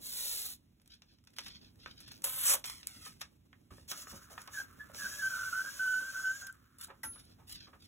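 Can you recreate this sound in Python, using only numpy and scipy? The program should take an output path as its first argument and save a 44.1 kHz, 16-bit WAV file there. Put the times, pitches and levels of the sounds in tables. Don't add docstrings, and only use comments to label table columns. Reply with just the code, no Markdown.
import sys
import numpy as np
from scipy import signal
from scipy.fft import rfft, irfft, next_fast_len
from scipy.io import wavfile

SR = 44100
rng = np.random.default_rng(int(sys.argv[2]) if len(sys.argv) > 2 else 0)


def generate_wav(signal):
    frames = np.transpose(np.atleast_2d(signal))
    scaled = np.clip(frames, -1, 1) * 32767
    pcm = np.round(scaled).astype(np.int16)
    wavfile.write(sys.argv[1], SR, pcm)


N = 347085
TIME = np.arange(N) / SR
SIZE = next_fast_len(N + SR)
FREQS = np.arange(SIZE // 2 + 1) * SR / SIZE

STROKE_ATTACK_S, STROKE_T60_S = 0.032, 0.12
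FEED_ATTACK_S, FEED_T60_S = 0.04, 0.15

# f/Hz, level/dB
CRINKLE_COLOUR = [(1500, -44), (4000, -13), (6500, -6.5), (8500, 4), (11000, -0.5), (15500, -6)]
# f/Hz, level/dB
WRAP_COLOUR = [(300, -8.5), (700, -9.5), (1300, 2.5), (3000, 4), (5000, 9.5), (7000, 1.5), (8700, 10),
               (11000, 2.5), (15500, -2)]
# f/Hz, level/dB
DRAG_COLOUR = [(300, -19), (600, -2.5), (850, -14), (2000, -4), (3500, 1.5), (5500, 8), (7000, 5),
               (9000, 4.5), (11500, 3), (13500, 1), (15500, 0.5)]


def from_db(db):
    return 10 ** (np.asarray(db) / 20)


def rms_one(x):
    return x / np.sqrt(np.mean(x ** 2) + 1e-20)


def level(rows, column=1):
    rows = np.array(rows)
    outside_s = np.maximum(rows[0, 0] - TIME, TIME - rows[-1, 0])
    return from_db(np.interp(TIME, rows[:, 0], rows[:, column])) * np.clip(1 - outside_s / .008, 0, 1)


def at_freqs(points):
    hz, value = np.transpose(points)
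    return np.interp(np.log(FREQS + 1), np.log(hz), value)


def colour(x, spectrum):
    return irfft(rfft(x, SIZE) * rms_one(from_db(at_freqs(spectrum))), SIZE)[..., :N]


def drift(rate_hz):
    step = 20
    pole = np.exp(-2 * np.pi * rate_hz * step / SR)
    slow = signal.lfilter([1], [1, -2 * pole, pole * pole], rng.standard_normal(N // step + 2002))[2000:]
    return np.interp(np.arange(N) / step, np.arange(len(slow)), rms_one(slow))


def noise(width):
    mid, side = rng.standard_normal((2, N))
    return rms_one(mid + width * side * np.array([[1], [-1]]))


def grains(per_s, spread_db, smooth):
    sizes = from_db(spread_db * np.minimum(rng.exponential(1, N), 4)) * rng.choice([-1, 1], N)
    clicks = rms_one(sizes * (rng.random(N) < per_s / SR))
    return rms_one(clicks + smooth * noise(width=0.96))


def ring(x, hz, t60):
    decay, turn = from_db(-60 / (t60 * SR)), 2 * np.pi * hz / SR
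    return signal.lfilter([0, np.sin(turn)], [1, -2 * decay * np.cos(turn), decay * decay], x + 1e-18)


def burst(start, t60, rise):
    out, at = np.zeros(N), int(start * SR)
    age = TIME[:min(N - at, SR // 2)]
    out[at:at + len(age)] = (1 - np.exp(-age / rise)) * np.exp(-np.log(1000) * age / t60)
    return out


def crack(start, t60, rise, tail_t60, tail_db):
    return burst(start, t60, rise) + from_db(tail_db) * burst(start, tail_t60, rise)


def gesture(start, length, attack, t60):
    age = TIME - start
    return np.clip(age / attack, 0, 1) * from_db(-60 * np.clip((age - length) / t60, 0, 2))


def over_bench(x, lag_s, echo_db, wander=0.186):
    delay = lag_s * SR * np.exp(wander * drift(1.5))
    echo = np.array([np.interp(np.arange(N) - delay, np.arange(N), side) for side in x])
    return (x + from_db(echo_db) * echo) / np.sqrt(1 + from_db(2 * echo_db))


def rumble(steady_db=-74, uneven_db=2.5):
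    # t/s, level/dB
    thump_rows = [(2.72, -75), (2.961, -59), (3.09, -59.5), (3.71, -53), (4.119, -55), (7.049, -56)]
    # t/s, level/dB
    shuffle_rows = [(0, -62.5), (.3, -74), (.6, -73.5), (1.25, -76), (1.45, -66.5), (2.1, -65.5),
                    (3.45, -71), (3.75, -67.5), (5.2, -62.5), (6.7, -73), (7.1, -64.5), (7.87, -67.5)]
    # f/Hz, level/dB
    deep_colour = [(20, -26.5), (40, -2), (60, 4.5), (95, 6.5), (150, 0.5), (250, -0.5), (340, -9),
                   (480, -24.5), (900, -33.5), (3000, -33.5)]
    shuffle_colour = [(50, -30.0), (150, -17.5), (260, -2.0), (500, -14.5), (2000, -26.5)]
    thumps = sum(from_db(db) * burst(s, t60=0.27, rise=0.003) for s, db in thump_rows)
    shuffle = level(shuffle_rows)
    deep = colour(noise(width=.14), deep_colour)
    wide = colour(noise(width=1.56), shuffle_colour)
    deep_gain = from_db(steady_db) + from_db(-2) * shuffle + thumps
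    wide_gain = from_db(-1 + uneven_db * drift(19)) * shuffle
    return deep_gain * deep + wide_gain * wide


def unroll(draw_s=0.57, full_speed_db=-35, catch_db=-9):
    # f/Hz, level/dB
    rasp_colour = [(200, -21), (500, -15.5), (1000, -17), (2200, -13), (3000, -9), (4000, 2.5),
                   (6000, -4.5), (8200, 0.5), (11000, 1), (15500, -1.5)]
    speed = np.abs(np.sin(np.pi * np.minimum(TIME / draw_s, 1)))
    rasp = grains(per_s=6500, spread_db=5.0, smooth=1.0) * from_db(1.3 * drift(22))
    catches = from_db(catch_db) * grains(per_s=300, spread_db=2.5, smooth=0)
    tape = colour(rms_one(rasp + catches), rasp_colour)
    return from_db(full_speed_db) * speed ** 0.86 * over_bench(tape, lag_s=.0022, echo_db=-6.5)


def ticks(per_s=9, tick_db=-76, fade_s=0.0037):
    clicks = np.abs(grains(per_s=per_s, spread_db=3.0, smooth=0)[0])
    cracks = signal.lfilter([1], [1, -np.exp(-1 / (fade_s * SR))], clicks + 1e-18) * noise(width=1.0)
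    laying = gesture(start=.75, length=1, attack=STROKE_ATTACK_S, t60=STROKE_T60_S)
    return from_db(tick_db) * laying * rms_one(colour(cracks, WRAP_COLOUR))


def snaps():
    # t/s, relative level/dB, extra level of the dull part/dB, t60/s
    snap_rows = [(0.798, -60, 8, 0.01), (0.877, -36, -14, 0.0065), (1.02, -47, 10, 0.012),
                 (1.185, -61, 6, 0.02), (1.249, -47, -16, .01), (1.272, -45, 6.5, 0.015),
                 (1.364, -43, 0, 0.031), (1.3849, -20.5, 2.5, 0.0094), (1.3909, -30.5, 10, 0.0071),
                 (1.462, -44, 6.5, 0.094), (1.860, -50, 18, .012), (2.003, -40, -7, 0.095),
                 (2.077, -44, -2, 0.087), (2.118, -32, -5, 0.014), (2.220, -32, -11, 0.016),
                 (2.241, -9, -15.5, 0.023), (2.249, -13, -32, 0.017), (2.277, -19, -20, .008),
                 (2.361, -20, -18, .008), (2.641, -33.5, 10.5, 0.015), (2.647, -35, 4, 0.018),
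                 (2.655, -25.5, -23, 0.087), (2.698, -24, -3.5, 0.019), (2.766, -54, 11, 0.017),
                 (2.83, -46.5, 14, 0.016), (2.8707, -7.5, -20, 0.0065), (3.209, -34.5, -6.5, 0.053),
                 (3.214, -27.5, 0, 0.033), (3.915, -19, -4, 0.019), (4.417, -27.5, -12, .015),
                 (4.475, -37, 3, 0.018), (4.946, -40.5, 8.5, 0.014), (6.468, -26.5, -14, 0.031),
                 (6.526, -34, -31, 0.012), (6.785, -35, -28, 0.021), (7.032, -31.5, -13, 0.14),
                 (7.196, -42.5, -8, 0.041), (7.251, -43, -18, .02), (7.494, -37.5, -7, 0.083)]
    # f/Hz, level/dB
    dull_colour = [(300, -14), (700, -5.5), (1200, 0), (2000, 0.5), (3700, 4), (6000, 3), (12000, -57)]
    crisp, dull = np.zeros((2, N))
    for s, db, dull_db, t60 in snap_rows:
        crisp += from_db(db) * crack(s, t60, rise=0.00025, tail_t60=0.12, tail_db=-35)
        dull += from_db(db + dull_db) * crack(s, t60, rise=0.00066, tail_t60=0.065, tail_db=-22)
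    shower = grains(per_s=4100, spread_db=-4.0, smooth=2.4)
    return (from_db(-11.0) * colour(crisp * shower, CRINKLE_COLOUR)
            + from_db(-7.5) * colour(dull * shower, dull_colour))


def handling():
    # t/s, length/s, relative rub level/dB, relative crinkle level/dB
    strokes = [(0.883, 0.06, -66.5, -81), (1.055, 0.087, -74.5, -90), (1.358, 0.12, -59.5, -64.5),
               (1.48, 0.089, -64, -84), (1.6, 0.069, -64, -100), (1.781, 0.13, -65, -80),
               (1.949, 0.21, -64.5, -79), (6.783, 0.052, -61.5, -53.5), (7.116, 0.096, -68, -72.5),
               (7.233, 0.1, -74, -87), (7.468, 0.059, -58.5, -57), (7.528, 0.13, -63.5, -83),
               (7.793, 0.061, -66, -71)]
    # f/Hz, level/dB
    rub_colour = [(300, 1.5), (700, -35), (1400, -2), (2200, -3.5), (3300, 5.5), (5000, 10.5),
                  (7000, -10.5), (10000, -51), (15000, -47)]
    soft, crisp = np.zeros((2, N))
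    for s, length, rub_db, crinkle_db in strokes:
        stroke = gesture(s, length, STROKE_ATTACK_S, STROKE_T60_S)
        soft += from_db(rub_db) * stroke
        crisp += from_db(crinkle_db) * stroke
    pressure = from_db(3.84 * drift(55))
    rub = colour(soft * pressure * grains(per_s=1300, spread_db=-3.0, smooth=2.0), rub_colour)
    crinkle = colour(crisp * pressure * grains(per_s=1500, spread_db=-8.0, smooth=0.32), CRINKLE_COLOUR)
    return from_db(6.0) * rub + from_db(5.0) * crinkle


def knocks(ring_db=-38, hollow_db=-4, spot_db=4):
    # t/s, relative level/dB, centre f/Hz, t60/s
    bumps = [(1.86, -20.5, 1730, 0.013), (2.24, -37, 700, 0.11), (2.539, -31.5, 550, 0.063),
             (3.062, -34, 1280, 0.038), (3.214, -29, 2230, 0.044), (3.529, -34, 1880, 0.018),
             (3.705, -41.5, 1170, 0.067), (3.712, -43, 220, .1), (3.781, -38, 705, 0.016),
             (3.913, -30, 1360, 0.072), (4.07, -31.5, 1170, 0.027), (4.124, -41, 520, 0.06),
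             (4.128, -39, 257, 0.12), (4.3, -42.5, 640, 0.16), (4.378, -20.5, 1370, 0.022),
             (4.476, -34, 1130, 0.052), (4.597, -41, 804, 0.053), (4.897, -39, 620, 0.028),
             (4.944, -41, 546, .05), (5.035, -41.5, 200, 0.13), (5.437, -49, 520, .05),
             (5.633, -43, 546, 0.09), (6.007, -41, 950, .04), (6.012, -46, 260, .12),
             (6.413, -46.5, 710.5, 0.12), (6.881, -41, 906, 0.16), (6.901, -35, 1160, 0.041),
             (7.037, -29.5, 1490, 0.061), (7.157, -41.5, 1400, 0.061), (7.379, -51.5, 870, 0.22),
             (7.67, -44, 1216, 0.084), (7.729, -41, 1240, 0.095)]
    # f/Hz, relative level/dB, t60/s
    bench_notes = [(552, -10, 0.12), (830, -24, 0.044), (1020, -18.5, 0.12), (1284, -5, 0.054),
                   (1800, -6, 0.03), (1905, -1, 0.02), (2430, -10, 0.028), (2690, -25, 0.044)]
    white, force = noise(width=0.62), np.zeros((2, N))
    for s, db, hz, t60 in bumps:
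        band = signal.butter(1, [hz / 2, min(hz * 1.62, SR / 3)], "band", fs=SR, output="sos")
        hollow = rms_one(signal.lfilter(*signal.iirpeak(hz, Q=7, fs=SR), white))
        scuff = rms_one(rms_one(signal.sosfilt(band, white)) + from_db(hollow_db) * hollow)
        force += from_db(db) * burst(s, t60, rise=0.08 * t60) * scuff
    force = signal.sosfilt(signal.butter(2, 3500, fs=SR, output="sos"), force)
    body = np.zeros((2, N))
    for hz, db, t60 in bench_notes:
        spot = from_db(spot_db * np.tanh(drift(3)))
        body += from_db(db) * ring(force * spot, hz, t60)
    return from_db(-7.5) * (force + from_db(ring_db) * body)


def creak(fade_s=0.00096):
    # t/s, slips per second, relative level/dB
    creak_rows = [(2.119, 170, -42), (2.143, 110, -42), (2.175, 110, -42), (2.2, 130, -56)]
    s, per_s, _ = np.transpose(creak_rows)
    rate = np.interp(TIME, s, per_s) * from_db(0.44 * drift(36))
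    slip_count = np.floor(np.cumsum(rate) / SR)
    slips = np.diff(slip_count, prepend=0) * level(creak_rows, column=2)
    scuffs = signal.lfilter([1], [1, -np.exp(-1 / (fade_s * SR))], slips) * noise(width=0.49)
    return from_db(-7) * colour(scuffs, DRAG_COLOUR)


def tear(fast_tear_db=-27.5, single_fibres_db=-4.5):
    # t/s, relative crackle level/dB, relative sheet level/dB
    tear_rows = [(2.239, -58, -48.5), (2.242, -38.5, -39.5), (2.315, -42.5, -55.5), (2.417, -37.5, -59.5),
                 (2.46, -30.5, -47.5), (2.499, -22.5, -43), (2.549, -33, -34.5), (2.577, -58.5, -60.5),
                 (2.6, -61.5, -60)]
    # f/Hz, level/dB
    slow_colour = [(600, -37.5), (1200, -11), (2200, -17.5), (3400, -4.5), (5500, -16.5), (7300, -11.5),
                   (8400, 0.5), (10000, -5.5), (11700, 2.5), (13300, 0), (15500, -8)]
    fast_colour = [(600, -38), (1100, -14), (2200, -14.5), (5000, -10), (6300, -3.5), (7200, -5),
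                   (8100, 3.5), (9100, -3.5), (10700, -4.5), (12200, -4.5), (13200, -7), (14500, -14),
                   (15500, -15.5)]
    sheet_colour = [(250, -20.5), (420, -22.5), (540, 13.5), (680, -1.5), (850, 6), (1250, 3.5), (1650, -6),
                    (2800, -7.5), (5000, -6)]
    breaks = grains(per_s=8900, spread_db=5.0, smooth=1.0) * from_db(1.3 * drift(197))
    force = level(tear_rows)
    fast = np.clip(force / from_db(fast_tear_db), 0, 1) ** 2
    single = from_db(single_fibres_db) * grains(per_s=470, spread_db=5.0, smooth=0)
    slow_crackle = colour((breaks + single) * force * np.sqrt(1 - fast), slow_colour)
    fast_crackle = colour(breaks * force * np.sqrt(fast), fast_colour)
    sheet = colour(breaks * level(tear_rows, column=2), sheet_colour)
    return from_db(1.0) * (slow_crackle + fast_crackle) + from_db(-4.5) * sheet


def bubble_wrap():
    # t/s, length/s, relative level/dB
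    brushes = [(2.638, 0.063, -47), (2.711, 0.095, -63), (2.865, 0.18, -56.5), (3.046, 0.019, -52),
               (3.192, 0.015, -66), (3.702, 0.11, -66)]
    touch = sum(from_db(db) * gesture(s, length, attack=0.006, t60=0.28) for s, length, db in brushes)
    rustle = grains(per_s=1400, spread_db=-3.5, smooth=0.93) * from_db(1.0 * drift(40))
    return from_db(2.5) * colour(rustle * touch, WRAP_COLOUR)


def feeding(slowing_db_per_s=4.5):
    # t/s, length/s, relative level/dB
    moves = [(3.876, 0.03, -39.5), (3.943, 0.082, -50), (4.066, 0.046, -52), (4.135, 0.025, -52),
             (4.206, 0.02, -56), (4.296, 0.014, -49), (4.359, 0.063, -61), (4.506, 0.1, -49.5),
             (4.931, 1.49, -47.5)]
    feed = np.zeros(N)
    for s, length, db in moves:
        slowing_db = slowing_db_per_s * np.maximum(TIME - s, 0)
        feed += from_db(db - slowing_db) * gesture(s, length, FEED_ATTACK_S, FEED_T60_S)
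    return feed


def drag(feed, waver_db=5.5):
    # f/Hz, relative level/dB
    metal_notes = [(3350, 4.5), (3800, -1.5), (5400, 12), (5880, 8), (6150, 8.5), (6400, 8.5), (6550, 18),
                   (6680, 19), (6930, 19), (7280, 18), (7550, -1.5), (7730, 5.5)]
    friction = grains(per_s=3500, spread_db=-6.5, smooth=1.0) * from_db(0.74 * drift(29)) * feed
    scrape = noise(width=1.0)
    metal = sum(from_db(db + waver_db * drift(4.6)) * ring(scrape, hz, t60=0.11) for hz, db in metal_notes)
    end_press = gesture(start=6.15, length=0.31, attack=0.12, t60=FEED_T60_S)
    pressure = from_db(-8) * feed + from_db(-55.5) * end_press
    hiss = over_bench(colour(friction, DRAG_COLOUR), lag_s=.0016, echo_db=-5.5)
    return from_db(3.5) * (hiss + pressure * rms_one(metal))


def chatter(feed, rough_grip):
    # t/s, length/s, relative level/dB, t60/s
    turns = [(3.91, 2.29, -62, 3.6), (6.786, 0.064, -57.5, 0.086)]
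    # f/Hz, level/dB
    roller_colour = [(700, -73), (950, -10), (1150, 0), (1380, 3.5), (1600, -2), (1740, -2.5), (1880, -8),
                     (2500, -15.5)]
    turning = sum(from_db(db) * gesture(s, length, FEED_ATTACK_S, t60) for s, length, db, t60 in turns)
    effort = turning + from_db(-19) * feed + from_db(-18) * rough_grip
    slips = grains(per_s=720, spread_db=3.0, smooth=1.0) * from_db(2.0 * drift(62))
    return from_db(-0.5) * colour(effort * slips, roller_colour)


def gripping():
    # t/s, length/s, attack/s, level/dB, first f/Hz, last f/Hz, roughness from 0 to 1
    squeals = [(4.53, 0.0949, 0.043, -40.5, 1780, 1618, 0.4), (4.792, 0.027, 0.017, -42.5, 1735, 1743, 0.3),
               (4.978, 0.095, 0.054, -38, 1747, 1636, 0.6), (5.107, 0.05, 0.0098, -46.5, 1721, 1669, 0.57),
               (5.176, 0.046, 0.024, -38, 1709, 1730, 0.34), (5.211, 0.068, 0.016, -33, 1613, 1608, 0.19),
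               (5.291, 0.2, 0.0085, -41, 1580, 1565, 0.65), (5.507, 0.11, 0.036, -35.5, 1519, 1608, .45),
               (5.636, 0.054, 0.015, -39, 1610, 1657, 0.43), (5.726, 0.068, .01, -57.5, 1660, 1666, 0.49),
               (5.792, 0.2, .006, -33, 1584, 1576, 0.16), (5.985, 0.12, .008, -42.5, 1577, 1595, 0.25),
               (6.123, 0.09, 0.026, -41, 1570, 1589, 0.43), (6.225, 0.089, 0.021, -34, 1577, 1600, 0.22),
               (6.317, 0.047, .008, -42, 1571, 1648, 0.05), (6.402, 0.1, 0.02, -46.5, 1607, 1580, 0.41)]
    strength, pitch, rough = np.zeros((3, N))
    for s, length, attack, db, first_hz, last_hz, roughness in squeals:
        grip = from_db(db) * gesture(s, length, attack, t60=0.037)
        wins = grip > strength
        strength[wins], rough[wins] = grip[wins], roughness
        pitch[wins] = np.interp(TIME[wins], [s, s + length], [first_hz, last_hz])
    return strength, pitch, rough


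def squeal(strength, free_pitch, rough, max_sag_hz=72.3, firm_grip_db=-34, grab_s=0.0035):
    # t/s, level/dB, drop in pitch/Hz
    grabs = [(4.588, -32, 42), (5.062, -32.5, 75), (5.341, -30, 40), (5.382, -40, 130), (5.438, -30, 85),
             (5.532, -27.5, 72), (5.799, -31.5, 27), (5.881, -26, 20.5), (5.91, -29.5, 13),
             (5.943, -25, 31.5), (6.03, -34.5, 47), (6.165, -34, 27), (6.274, -28.5, -1.5)]
    loudness = strength * from_db(7.5 * rough * np.tanh(drift(81)))
    yank_hz = np.zeros(N)
    for s, peak_db, drop_hz in grabs:
        hold = np.exp(-np.minimum(((TIME - s) / grab_s) ** 2, 20))
        loudness += hold * (from_db(peak_db) - loudness)
        yank_hz += hold * drop_hz
    sag_hz = max_sag_hz * np.tanh(loudness / from_db(firm_grip_db))
    jitter_hz = 20 * rough * drift(157) ** 2
    phase = 2 * np.pi * np.cumsum(free_pitch - sag_hz - yank_hz - jitter_hz) / SR
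    rasp = from_db(-1) * rough * strength * drift(44) * np.sin(phase - 2 * np.pi * 120 * TIME)
    blurred = phase + 0.5 * drift(90)
    overtones = from_db(-26) * np.sin(2 * blurred) + from_db(-27) * np.sin(3 * blurred)
    overtones *= from_db(4.0 * np.tanh(drift(120)))
    return loudness * (np.sin(phase) + overtones) + rasp


def moistener():
    feed = feeding()
    strength, free_pitch, rough = gripping()
    return drag(feed) + squeal(strength, free_pitch, rough) + chatter(feed, strength * rough)


def clink(start_s=7.033, waver_db=2.0):
    # f/Hz, level/dB, t60/s, rise/s
    notes = [(884, -38, 0.072, 0.013), (1372, -48, 0.27, 0.015), (1569, -31, 0.047, 0.011),
             (1950, -23.5, 0.026, 0.0081), (5378, -43.5, 0.093, 0.0018), (6330, -56, 0.27, 0.0035),
             (8930, -37, 0.25, 0.0039), (10540, -27.5, 0.27, 0.053), (11480, -44, 0.067, 0.0018),
             (11830, -45, 0.16, .002), (13900, -45, 0.31, .04)]
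    return sum(from_db(db + waver_db * drift(25)) * burst(start_s, t60, rise) * np.sin(2 * np.pi * hz * TIME)
               for hz, db, t60, rise in notes)


def room_echo(x, t60=0.15):
    age = TIME[:SR // 2]
    tail = rng.standard_normal((2, len(age))) * np.exp(-np.log(1000) * age / t60) * (age > .004)
    tail /= np.sqrt(np.sum(tail ** 2, axis=1, keepdims=True))
    echoes = signal.fftconvolve(x, tail, axes=1)[:, :N]
    return signal.sosfilt(signal.butter(1, 5000, fs=SR, output="sos"), echoes)


def scene():
    # f/Hz, level/dB
    hiss_colour = [(200, -2), (1000, -8), (2300, 2), (4000, 3.5), (7000, -10), (11000, -19), (15500, -30.5)]
    paper = over_bench(tear(), lag_s=0.0034, echo_db=-2.5)
    paper += over_bench(handling() + bubble_wrap(), lag_s=0.0013, echo_db=-0.5)
    bench = unroll() + paper + creak() + ticks() + snaps() + knocks() + clink()
    near = moistener()
    hiss = from_db(-85.5) * colour(noise(width=0.75), hiss_colour)
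    echoes = room_echo(from_db(-5) * bench + from_db(-6.5) * near)
    return bench + near + echoes + rumble() + hiss


def record(dry, ceiling=.27, cutoff_hz=15750):
    # f/Hz, phase/radians
    left_lead = [(0, 0), (1500, .2), (2100, .8), (3000, 1.1), (4000, 2.4), (4400, 3.14), (5000, 3.14),
                 (6400, 6.28), (7500, 6.28), (7950, 8.2), (8500, 9.42), (9350, 9.42), (10450, 12.57),
                 (11650, 12.57), (12600, 15.71), (13600, 15.71), (14600, 18.85), (16500, 18.85)]
    # f/Hz, level/dB
    balance = [(40, -.5), (120, -3), (330, -3.5), (520, -6), (800, -2.5), (1500, -2), (2400, -1.5),
               (4000, -.4)]
    left, right = rfft(ceiling * np.tanh(dry / ceiling), SIZE)
    lead = np.interp(FREQS, *np.transpose(left_lead))
    width = np.maximum(np.abs(np.sin(lead)), FREQS < 3500)
    mid, side = (left + right) / 2, 0.72 * width * (left - right) / 2
    signs = np.array([[1], [-1]])
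    pair = (mid + signs * side) * np.exp(signs * 1j * lead / 2)
    pair *= from_db(signs * at_freqs(balance) / 2)
    treble_cut = 1 / np.sqrt(1 + (FREQS / cutoff_hz) ** 300)
    return irfft(pair * treble_cut, SIZE)[:, :N]


dry = scene()
out = record(dry)
generate_wav(out)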